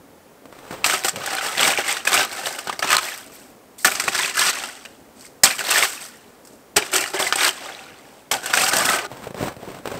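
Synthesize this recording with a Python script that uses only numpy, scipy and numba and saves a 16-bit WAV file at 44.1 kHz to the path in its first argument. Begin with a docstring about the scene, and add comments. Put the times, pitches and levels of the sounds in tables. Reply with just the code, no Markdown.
"""In a still forest, a plastic shovel chops and scrapes packed snow some metres from a small microphone.
Snow crystals break in dense grains and shake the blade; loose snow pours off after each toss.
Boots crunch before the digging and close by afterwards. Tree trunks send back a short echo,
and a far-off hum and the microphone's hiss stay under it all."""
import sys
import numpy as np
from scipy import signal
from scipy.fft import rfft, irfft
from scipy.io import wavfile
from scipy.ndimage import uniform_filter1d
from numba import njit

SR = 44100
rng = np.random.default_rng(int(sys.argv[2]) if len(sys.argv) > 2 else 0)


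def log_audio(samples):
    """Write samples as a 16-bit WAV file to the path given in sys.argv[1]."""
    # one column per channel
    frames = np.atleast_2d(samples).T
    # limit to full scale, then quantise
    limited = np.clip(frames, -1, 1)
    pcm = np.round(limited * 32767).astype(np.int16)
    wavfile.write(sys.argv[1], SR, pcm)


N = 440559
TIME = np.arange(N) / SR

# Shoves of the blade into the snow. Ring and ice are added to the level; a mode is a note of the blade.
# start_s, swell_s, hold_s, level_db, fade_db_per_s, ring_db, ice_db,
# lowest_mode_db, edge_modes_db, freest_edge_hz, ground_thump_db
SHOVES = [(0.854, 0.0017, 0.091, -19.5, 192, -8, -2.5, 0.5, -4, 1360, 0.5),
          (1.041, 0.004, 0.012, -22.5, 419, -9, 0, -8, -55, 1310, 2),
          (1.105, 0.19, .09, -27, 210, -7, -7, -17, 11, 1410, 2),
          (1.407, 0.025, 0.015, -22.5, 98, -7, -3.5, -27, 10, 1310, 0),
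          (1.549, 0.067, 0.066, -15, 166, -7.5, -5, -3, 4.5, 1770, 4),
          (1.774, 0.0023, 0.03, -21, 348, -9, -9, -2, 0, 1930, -6),
          (1.824, 0.052, 0.045, -20, 150, -12, -6, -14, -5, 1880, -4),
          (2.047, 0.11, 0.065, -17.5, 307.5, -7.5, -5.5, 1.5, 9, 1300, 0.5),
          (2.262, 0.067, 0.2, -32, 67, -5.5, -2.5, -1, 3.5, 1423, -1),
          (2.66, 0.0024, 0.036, -34, 402, -5.5, -24, 4.5, 11, 1387, 6),
          (2.808, 0.1, 0.046, -20.5, 900, -9, -6, 7.5, 13.5, 1210, 4),
          (3.845, 0.0029, 0.01, -13, 300, -7.5, -5, -6, 10.5, 1640, 3),
          (3.884, 0.024, 0.22, -30.5, 202, -10.5, -1.5, 7, -12, 1680, 6.5),
          (4.093, 0.088, 0.055, -22.5, 108, -15.5, -3, 8, 7, 1780, 5),
          (4.333, 0.062, 0.11, -19, 1000, -15, 1, 8, 13, 1760, 5.5),
          (5.434, 0.00068, 0.0048, -12.5, 174, -12, 0, -3, 8.5, 2120, 6),
          (5.58, .003, 0.026, -24.5, 166, -9.5, -6, 5, -1, 1500, -4),
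          (5.627, .12, 0.1, -16, 602, -13, -5.5, -2, -1, 1520, -3),
          (6.76, .004, 0.014, -13.5, 701, -8.5, -4.5, 18, 11, 1890, 8),
          (6.804, 0.005, 0.014, -36, 450, 2.5, -8, 6, -10, 1900, -5),
          (6.909, 0.039, 0.0095, -22, 116, -3, 2, 5, 12.5, 2050, -5),
          (7.134, 0.0027, 0.014, -27.5, 300, 3, 0, 3, 18, 1790, -7),
          (7.186, 0.006, 0.09, -24, 294, -5.5, -0.5, 4, 9, 1740, 0),
          (7.326, 0.1, 0.058, -16, 593, -11.5, -4, 5, 5, 1620, -7),
          (8.311, 0.0031, 0.022, -20.5, 286, -2.5, -4.5, -9, 6, 1530, 3),
          (8.394, 0.08, 0.11, -27, 196, -6.5, -5.5, -15, 6, 1500, 5),
          (8.53, 0.0037, 0.16, -19.5, 600, -11, -0.5, -36, 6, 1450, 7),
          (8.703, 0.022, 0.24, -23, 500, -3, -1, -3, 17, 1410, 6),
          (8.978, 0.0094, 0.014, -29, 151, 2, -7.5, 8, 13.5, 1370, -14)]
# Powder sliding off after a toss: start_s, swell_s, hold_s, level_db, fade_db_per_s, ring_db, ice_db
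POURS = [(3.001, 0.016, 0.062, -28, 101, -9, -5), (4.497, 0.016, .12, -31.5, 84, -10, -5.5),
         (5.827, 0.011, 0.0074, -27.5, 105, -13.5, 0.5), (7.528, 0.11, 0.06, -34.5, 63, -4.5, -11.5)]
# Faint brushing as the blade swings back: same columns as POURS
BRUSHES = [(3.3, 0.023, 0.099, -50.5, 120, -5, 2), (3.78, .005, 0.05, -51, 300, -17, 13),
           (5.12, 0.1, 0.038, -50.5, 200, -19, 5), (6.0, 0.0059, 0.012, -40.5, 150, -5.5, 4.5),
           (6.38, 0.13, 0.02, -61, 90, -6, 6), (7.9, .1, 0.21, -54, 151, 1.5, -4)]
# The blade held in the air: lowest_mode_db, edge_modes_db, freest_edge_hz, ground_thump_db
RAISED_BLADE = (-4, -4.5, 1510, -12)
# Crust breaking under the edge (ring and ice add to the level):
# time_s, level_db, ring_db, ice_db, clack_hz
CRUST_BREAKS = [(0.843, 5.5, -41, -19.5, 2660), (0.862, -1, -16, -11, 1260), (0.8972, 1, -32, -22, 2260),
                (1.0466, -1.5, -11.5, -17.5, 1500), (1.159, -12, -35, -14, 810),
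                (1.26, -11, -17, -8.5, 1950), (1.3299, -13, -8, -15, 820), (1.6025, -1, -27, -23.5, 1520),
                (1.6288, -3, -30, -27, 1230), (1.6547, -3.5, -27, -21, 2770),
                (1.7853, -8, -3.5, -20.5, 1200), (1.9677, -6, -30, -21, 1480),
                (2.0512, -10.5, -16, -11, 1700), (2.5868, -14.5, -12, -9, 1750),
                (2.6718, -10.5, -11, -18, 815), (2.695, -7.5, -17, -20, 810),
                (2.727, -12, -12.5, -16.5, 1750), (2.792, -12, -15, -9.5, 2180),
                (2.8438, -6, -12.5, -21, 900), (2.9037, -9, -30, -6, 1270), (2.9166, -2, -39, -12.5, 1330),
                (3.8544, 2.5, -21, -17, 1180), (3.872, -5, -22, -8, 2800), (3.915, -10, -27, -14, 2300),
                (3.952, -10, -26, -9, 2920), (3.998, -0.5, -33.5, -11.5, 2020),
                (4.0387, -11.5, -12, -9, 2150), (4.1482, -4.5, -28, -17, 1680),
                (4.391, -13, -19, -10, 1870), (4.5304, -11, -21, -12, 1480), (5.435, 5.5, -16, 0.5, 1930),
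                (5.591, -9, -18.5, -13.5, 1940), (5.687, -14, -7, -14, 1290), (5.7046, -10, -20, -14, 1530),
                (6.766, -1, -25, -3, 2530), (7.143, -12, 0, -18, 814), (7.3245, 3.5, -17, -24, 1290),
                (7.3565, -9, -5, -9, 3330), (7.432, -0.5, -31, -15, 2950), (7.4442, 1.5, -31, -13, 1430),
                (8.314, 0, -22, -11, 3180), (8.459, -10, -18, -8, 3440), (8.537, 2.5, -25, -22, 1030),
                (8.573, 3, -22, -20, 1600), (8.767, -7.5, -17, -2.5, 1450)]
# Crumbs ticking on the raised blade: same columns as CRUST_BREAKS
CRUMB_TICKS = [(4.6369, -10, -16, -15, 2740), (4.8517, -15, -22, -19, 2500), (6.4502, -36, -14, -4, 842),
               (6.4722, -36, -18, -1, 807)]
# Snow crumbling: breaks that build for a few milliseconds before they snap; same columns as CRUST_BREAKS
SOFT_BREAKS = [(1.085, -4.5, -24, -9, 3400), (1.4106, -13, -26, -19, 2610), (2.0757, 0, -20, -13.5, 1740),
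               (2.143, 0, -26, -10, 1320), (2.469, -7, -16.5, -14, 1320), (2.8266, -3.5, -19.5, -23, 1710),
               (2.983, -1, -29, -20, 1420), (4.0808, -2.5, -12.5, -13, 2450),
               (4.1911, -4.5, -39, -13, 1740), (5.822, -6, -13, -16, 1460), (6.958, -5, -30, -9, 2470),
               (7.2008, -6, -9, -15, 616), (8.684, -6, -18, -8, 1490), (8.736, -4, -10, -8, 1290),
               (8.854, -8, -15, -5, 1500), (8.988, -8, -25, -19, 2930)]
# Single shards snapping off, short and dry: time_s, level_db
SHARD_SNAPS = [(1.037, -11), (2.092, -7), (2.8906, -11), (2.929, 2.5), (2.9671, 0), (3.8464, -3),
               (4.01, -14), (4.1325, -12), (4.1633, -10), (4.2316, -16), (4.2624, -18), (4.4117, -7),
               (6.9818, -5), (7.0393, -9), (7.0604, -15.5), (7.4798, -2), (8.341, -6), (8.607, -10),
               (8.6645, -8), (8.692, -4)]
# Low modes of the blade's bowl: pitch_hz, width_hz, level_db
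BOWL_MODES = [(394.8, 37.6, -1), (641, 12, -13), (768, 37, 2.5)]
# Modes of the blade's edge: pitch_hz, width_hz
EDGE_MODES = [(1050, 30), (1275, 54), (1500, 64), (1720, 31), (1950, 59), (2350, 32), (2750, 94)]
# Strength of the top treble in each scoop: start_s, gain_db
SCOOP_TREBLE = [(0, 0.5), (1.4, 0.5), (3.0, 5), (3.95, -3), (5.5, 2), (6.7, -1), (8.3, 0.5)]
# Boots pressing on snow (crunch adds to the level):
# start_s, swell_s, hold_s, level_db, fade_db_per_s, crunch_db
STEPS = [(0.42, 0.21, 0.26, -51, 100, 7), (0.66, 0.065, 0.02, -38, 111, 2.5),
         (1.13, 0.0086, 0.063, -35, 200, -29), (9.07, 0.052, 0.15, -44, 200, 4),
         (9.34, 0.067, 0.074, -28.5, 341, -0.5), (9.56, 0.065, 0.16, -41.5, 300, 1),
         (9.8, 0.12, .1, -34.5, 50, -0.5)]
# Snow giving way under a sole: time_s, level_db, crunch_db, pop_hz
SOLE_GIVES = [(0.455, -25, 4, 283), (0.525, -28.5, 8.5, 692), (0.588, -25.5, 6, 676),
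              (9.115, -12.5, -4, 714), (9.269, -12, -22, 604), (9.306, -14, -4, 141),
              (9.344, -12.5, -1.5, 231), (9.408, -7, -17, 573), (9.427, -3, -8, 373), (9.47, -13, -22, 517),
              (9.565, -18, -1, 111), (9.63, -12, -10, 627), (9.676, -11, -15, 633), (9.856, -12.5, 5, 416),
              (9.874, -15.5, 9.5, 420), (9.916, -6.5, -6, 511)]
# Tone curves of crushed snow, fine ice, boot thud, boot crunch and the background: pitch_hz, level_db
CRUSH_TONE = [(300, -23), (700, -8.5), (1400, 2), (2800, 1.5), (4300, -4), (6500, -5), (12000, -18)]
ICE_TONE = [(2500, -27.5), (4500, 2), (6500, 1.5), (9000, 2), (13000, -1), (16000, -15)]
THUD_TONE = [(30, -31), (60, -8), (120, 10), (250, 7), (550, 11), (1000, -4), (2500, -35)]
CRUNCH_TONE = [(400, 4.5), (900, 8.5), (2000, 1.5), (5000, -6.5), (10000, -8.5), (16000, -11)]
FOREST_TONE = [(15, -35), (25, -15), (160, -8.5), (282, -1.5), (305, -5.5), (469, -4.5), (1530, -17),
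               (3930, -26.5), (6740, -26.5), (8350, -26.5), (10600, -28.5), (15500, -28)]
# Resonances of the microphone's housing: pitch_hz, width_hz, gain_db
MIC_HOUSING = [(6710, 770, -4), (8200, 1230, 7), (10560, 4370, -10.5), (11870, 15200, -2)]

SHOVEL_SOUND_ENDS_S = 9.068
BREAK_T60_S, GIVE_T60_S, SNAP_T60_S = 0.072, 0.051, 0.015  # T60: the time to fade by 60 dB
SOFT_RISE_S, CLACK_FADE_S = 0.0051, 0.0035
SETTLE_DB, SETTLE_DB_PER_S = -17.5, 56  # crumbs settle after each move, quieter than the move itself


def shovel():
    """One jerky force crushes snow, grinds fine ice, rings the blade and thumps the ground."""
    raised, *seating = blade_seating()
    moves, cracks = SHOVES + POURS + BRUSHES, CRUST_BREAKS + CRUMB_TICKS + SOFT_BREAKS
    crack_s, crack_db, ring_db, ice_db, clack_hz = np.transpose(cracks)
    lead_s = SOFT_RISE_S * np.isin(crack_s, np.transpose(SOFT_BREAKS)[0])
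    snap_s, snap_db = np.transpose(SHARD_SNAPS)
    snaps = loudness([], 1, SHARD_SNAPS, snap_db, SNAP_T60_S)

    force = np.minimum(stick_slip(100, sag_s=0.0084, steady=1), 1.7)
    force = force ** (1 - 1.4 * raised)  # loose powder hardly sticks
    force = force * edge_stalls(depth=0.27, lead_s=0.032) * (TIME < SHOVEL_SOUND_ENDS_S)
    # Coarse lumps and fine ice also give way in their own time.
    brisk = stick_slip(70, sag_s=0.0013, steady=0.3)
    lump_force = force * stick_slip(66, sag_s=0.041, steady=5.2) * brisk ** 0.37
    crush_gain = loudness(moves, lump_force, cracks, crack_db - 16, BREAK_T60_S, lead_s)
    ice_gain = loudness(moves, force * brisk, cracks, crack_db + ice_db - 5, BREAK_T60_S, lead_s,
                        extra_db_column=6)
    shake_gain = loudness(moves, force, cracks, crack_db + ring_db - 8, BREAK_T60_S, lead_s,
                          extra_db_column=5)

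    clumps = undb(-7) * grains(150, 1000, 4500, cycles=14, spread_db=3, smooth=0)
    crush = grains(4000, 482, 7030, cycles=7.7, spread_db=2.7, smooth=0.81) + clumps
    crush *= np.hypot(undb(-12.5) * snaps, crush_gain)
    shards = undb(-11) * grains(160, 3500, 14300, cycles=10, spread_db=4.2, smooth=0)
    ice = grains(1600, 2920, 18500, cycles=3.6, spread_db=4.7, smooth=0.87) + shards
    ice *= np.hypot(undb(-15.5) * snaps, ice_gain)
    shake = grains(900, 89, 2310, cycles=1.5, spread_db=1.7, smooth=0.91) * shake_gain

    # Each crack and snap also gives one sharp knock.
    crack_at = (crack_s * SR).astype(int)
    shake[crack_at] += undb(crack_db + ring_db + 15)
    crush[crack_at] += undb(crack_db - 3)
    crush[(snap_s * SR).astype(int)] += undb(snap_db + 2)
    snow = undb(-4.5) * colour(crush, CRUSH_TONE) + colour(ice, ICE_TONE)
    return snow + blade_and_ground(shake, crush, *seating) + clacks(crack_at, clack_hz, crack_db - 13.5)


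def blade_and_ground(shake, crush, lowest_db, edge_db, freest_hz, ground_db):
    """Shaking rings the plastic bowl and thumps the ground; crushed snow rings the edge."""
    shares = (1, 0, -0.31)  # the top bowl mode weakens as the lowest grows
    bowl = sum(blade_mode(shake * undb(db + share * lowest_db), hz, width)
               for (hz, width, db), share in zip(BOWL_MODES, shares))
    # The snow muffles an edge mode more the further it lies from the freest one.
    edge = sum(blade_mode(crush * undb(edge_db - 33 * np.abs(np.log2(hz / freest_hz))), hz, width)
               for hz, width in EDGE_MODES)
    body = colour(shake, [(120, -40), (300, -4.5), (700, 6.5), (1200, -10.5), (3000, -34.5)])
    ground_tone = [(30, -35.5), (65, 3.5), (125, 7), (250, 16), (800, -32)]
    thump = colour(shake * undb(ground_db), ground_tone, size=8192)
    return undb(11.5) * bowl + undb(1.5) * edge + undb(-5.5) * body + undb(-19.5) * thump


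def blade_mode(x, hz, width_hz):
    """One note of the blade, wandering in pitch as the plastic flexes."""
    bend = 0.027 * np.interp(TIME, np.arange(160) / 15, rng.standard_normal(160))
    turn = np.exp(2j * np.pi * hz * (1 + bend) / SR)
    return ring(x, turn, np.exp(-np.pi * width_hz / SR))


def blade_seating():
    """Whether the blade is raised at each moment, then the four values for how it sits in the snow."""
    in_snow = [(row[0], 0, *row[7:]) for row in SHOVES]
    in_air = [(row[0], 1, *RAISED_BLADE) for row in POURS]
    start_s, *columns = np.transpose(sorted(in_snow + in_air))
    current = np.maximum(np.searchsorted(start_s, TIME, side="right") - 1, 0)
    return [column[current] for column in columns]


def clacks(starts, hz, db):
    """Each crack makes one short, pitched clack."""
    poles = np.exp((2j * np.pi * hz - 1 / CLACK_FADE_S) / SR)
    return cut(pings(starts, poles, undb(db), np.full(len(starts), SR // 40)), "highpass", 350)


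def edge_stalls(depth, lead_s):
    """The edge sticks and the grinding dips just before the crust breaks."""
    break_s = np.transpose(CRUST_BREAKS)[0]
    wait_s = np.append(break_s, np.inf)[np.searchsorted(break_s, TIME)] - TIME
    return 1 - depth * np.exp(-wait_s / lead_s)


def scoop_treble(x):
    """The top treble is stronger in some scoops than in others."""
    start_s, db = np.transpose(SCOOP_TREBLE)
    gain = undb(db)[np.searchsorted(start_s, TIME, side="right") - 1]
    top = signal.sosfiltfilt(signal.butter(2, 10500, "high", fs=SR, output="sos"), x)
    return x + (gain - 1) * top


def boots():
    """Snow packs down in lumps: pops, and dull thuds with a crunch on top from one creaking load."""
    give_s, db, crunch_db, pop_hz = np.transpose(SOLE_GIVES)
    load = stick_slip(75, sag_s=0.0037, steady=0.51)
    thud = grains(500, 51, 1140, cycles=3.6, spread_db=7.7, smooth=1)
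    thud *= loudness(STEPS, load, SOLE_GIVES, db - 16.5, GIVE_T60_S)
    crunch = grains(1200, 440, 11000, cycles=1.4, spread_db=5.2, smooth=0.96)
    crunch *= loudness(STEPS, load, SOLE_GIVES, db + crunch_db - 20, GIVE_T60_S, extra_db_column=5)
    poles = np.exp((2j * np.pi - 1.6) * pop_hz / SR)
    pops = pings((give_s * SR).astype(int), poles, undb(db - 10.5), (6 * SR / pop_hz).astype(int))
    return colour(thud, THUD_TONE) + colour(crunch, CRUNCH_TONE) + cut(pops, "highpass", 90)


def grains(per_s, low_hz, high_hz, cycles, spread_db, smooth):
    """Crystals snap at random, some louder than most; smooth is the share of sliding-powder hiss."""
    when, pitch, chance = rng.random((N // 4, 3))[:int(per_s * N / SR)].T
    hz = low_hz * (high_hz / low_hz) ** pitch
    poles = np.exp((2j * np.pi - 2 / cycles) * hz / SR)
    sizes = hz * undb(-spread_db * np.log(np.maximum(chance, .02)))  # bigger when high, for an even tone
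    snaps = pings((when * N).astype(int), poles, sizes, (3 * cycles * SR / hz).astype(int))
    return np.sqrt(1 - smooth) * unit(snaps) + np.sqrt(smooth) * rng.standard_normal(N)


def stick_slip(per_s, sag_s, steady):
    """Snow sticks and slips: the force jumps within 2 ms at random, then sags to a steady part."""
    catches = (rng.random(N) < per_s / SR) * rng.random(N)
    jumps = uniform_filter1d(catches, size=SR // 500)
    return unit(steady + signal.lfilter([1], [1, -np.exp(-1 / (sag_s * SR))], jumps))


def loudness(moves, force, cracks, crack_db, t60_s, lead_s=0., extra_db_column=None):
    """One layer's gain over time: jerky moves swell, hold and fade; cracks add dying bursts."""
    power = np.zeros(N)
    for move in moves:
        start_s, swell_s, hold_s, db, fade_db_per_s = move[:5]
        if extra_db_column:
            db += move[extra_db_column]
        start = int(start_s * SR)
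        age = TIME[:min(int((swell_s + hold_s + .6) * SR), N - start)]
        fading_s = np.maximum(age - swell_s - hold_s, 0)
        fade_db = np.maximum(-fade_db_per_s * fading_s, SETTLE_DB - SETTLE_DB_PER_S * fading_s)
        swell = np.minimum(age / swell_s, 1) ** 1.19
        power[start:start + len(age)] += (undb(db + fade_db) * swell) ** 2
    power *= force ** 2
    age = TIME[:SR // 8]
    sharp = (undb(-60 * age / t60_s) + np.exp(-age / 0.0018)) * np.minimum(age / 0.00074, 1)
    soft = 1.2 * undb(-60 * np.maximum(age - SOFT_RISE_S, 0) / t60_s) * np.minimum(age / SOFT_RISE_S, 1)
    for crack, db, lead in zip(cracks, crack_db, np.broadcast_to(lead_s, len(cracks))):
        part = power[int((crack[0] - lead) * SR):][:len(age)]
        burst = soft if lead else sharp
        part += (undb(db) * burst[:len(part)]) ** 2
    return np.sqrt(power)


def trunk_echo(x, t60_s, db):
    """Tree trunks scatter a short, dull tail back."""
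    age = TIME[:SR // 2]
    tail = rng.standard_normal(len(age)) * undb(-60 * age / t60_s) * (age > .008)
    echo = signal.oaconvolve(x, tail / np.linalg.norm(tail))[:N]
    return undb(db) * cut(echo, "lowpass", 4000, order=1)


def mic_housing(x):
    """The microphone's housing lifts one treble band and dulls others."""
    for hz, width_hz, db in MIC_HOUSING:
        band = signal.lfilter(*signal.iirpeak(hz, hz / width_hz, SR), x)
        x = x + (undb(db) - 1) * band
    return x


def hum_and_hiss():
    """Far-off hum and microphone hiss; the bass wavers a little."""
    calm = colour(rng.standard_normal(N), FOREST_TONE, size=8192)
    waver_db = 2 * unit(uniform_filter1d(uniform_filter1d(rng.standard_normal(N), 1500), 1500))
    bass = cut(calm, "lowpass", 900)
    return undb(-48.5) * (calm + (undb(waver_db) - 1) * bass)


@njit
def pings(starts, poles, sizes, lengths):
    """Add up brief, dying swings; each pole sets one swing's pitch and fade."""
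    y = np.zeros(N)
    for k in range(len(starts)):
        z = sizes[k] + 0j
        for i in range(starts[k], min(starts[k] + lengths[k], N)):
            y[i] += z.imag
            z *= poles[k]
    return y


@njit
def ring(x, turn, fade):
    """A resonance whose pitch may move from sample to sample; gain near 1 at the centre."""
    y, z = np.empty(len(x)), 0j
    for i in range(len(x)):
        z = z * turn[i] * fade + x[i]
        y[i] = 2 * (1 - fade) * z.real
    return y


def colour(x, points, size=2048):
    """Shape the tone along (pitch_hz, level_db) points; white noise keeps its level."""
    hz, db = np.transpose(points)
    grid_hz = np.maximum(np.arange(size // 2 + 1) * SR / size, 1)
    curve_db = np.interp(np.log(grid_hz), np.log(hz), db)
    cepstrum = irfft(np.log(undb(curve_db)), size)
    # Fold it so that the filter never rings ahead of a sound.
    cepstrum[1:size // 2] *= 2
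    cepstrum[size // 2 + 1:] = 0
    response = irfft(np.exp(rfft(cepstrum)), size)
    return signal.oaconvolve(x, response / np.linalg.norm(response))[:N]


def cut(x, kind, hz, order=2):
    """A gentle filter: lowpass keeps what is below hz, highpass what is above."""
    return signal.sosfilt(signal.butter(order, hz, kind, fs=SR, output="sos"), x)


def undb(db):
    """Turn decibels into a gain."""
    return 10 ** (np.asarray(db) / 20)


def unit(x):
    """Scale to an average power of 1."""
    return x / np.sqrt(np.mean(x ** 2))


def scene():
    """Shovel and boots with their echo, over the background, in one channel."""
    near = scoop_treble(shovel()) + boots()
    near = near + trunk_echo(near, t60_s=.25, db=-16)
    return (mic_housing(near) + hum_and_hiss())[None]


def record(dry):
    """The recorder drops the deep bass, clips anything past full scale and cuts off the top."""
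    clipped = np.clip(cut(dry, "highpass", 45, order=1), -1, 1)
    return signal.sosfilt(signal.ellip(10, .2, 60, 15660, fs=SR, output="sos"), clipped)


dry = scene()
out = record(dry)
log_audio(out)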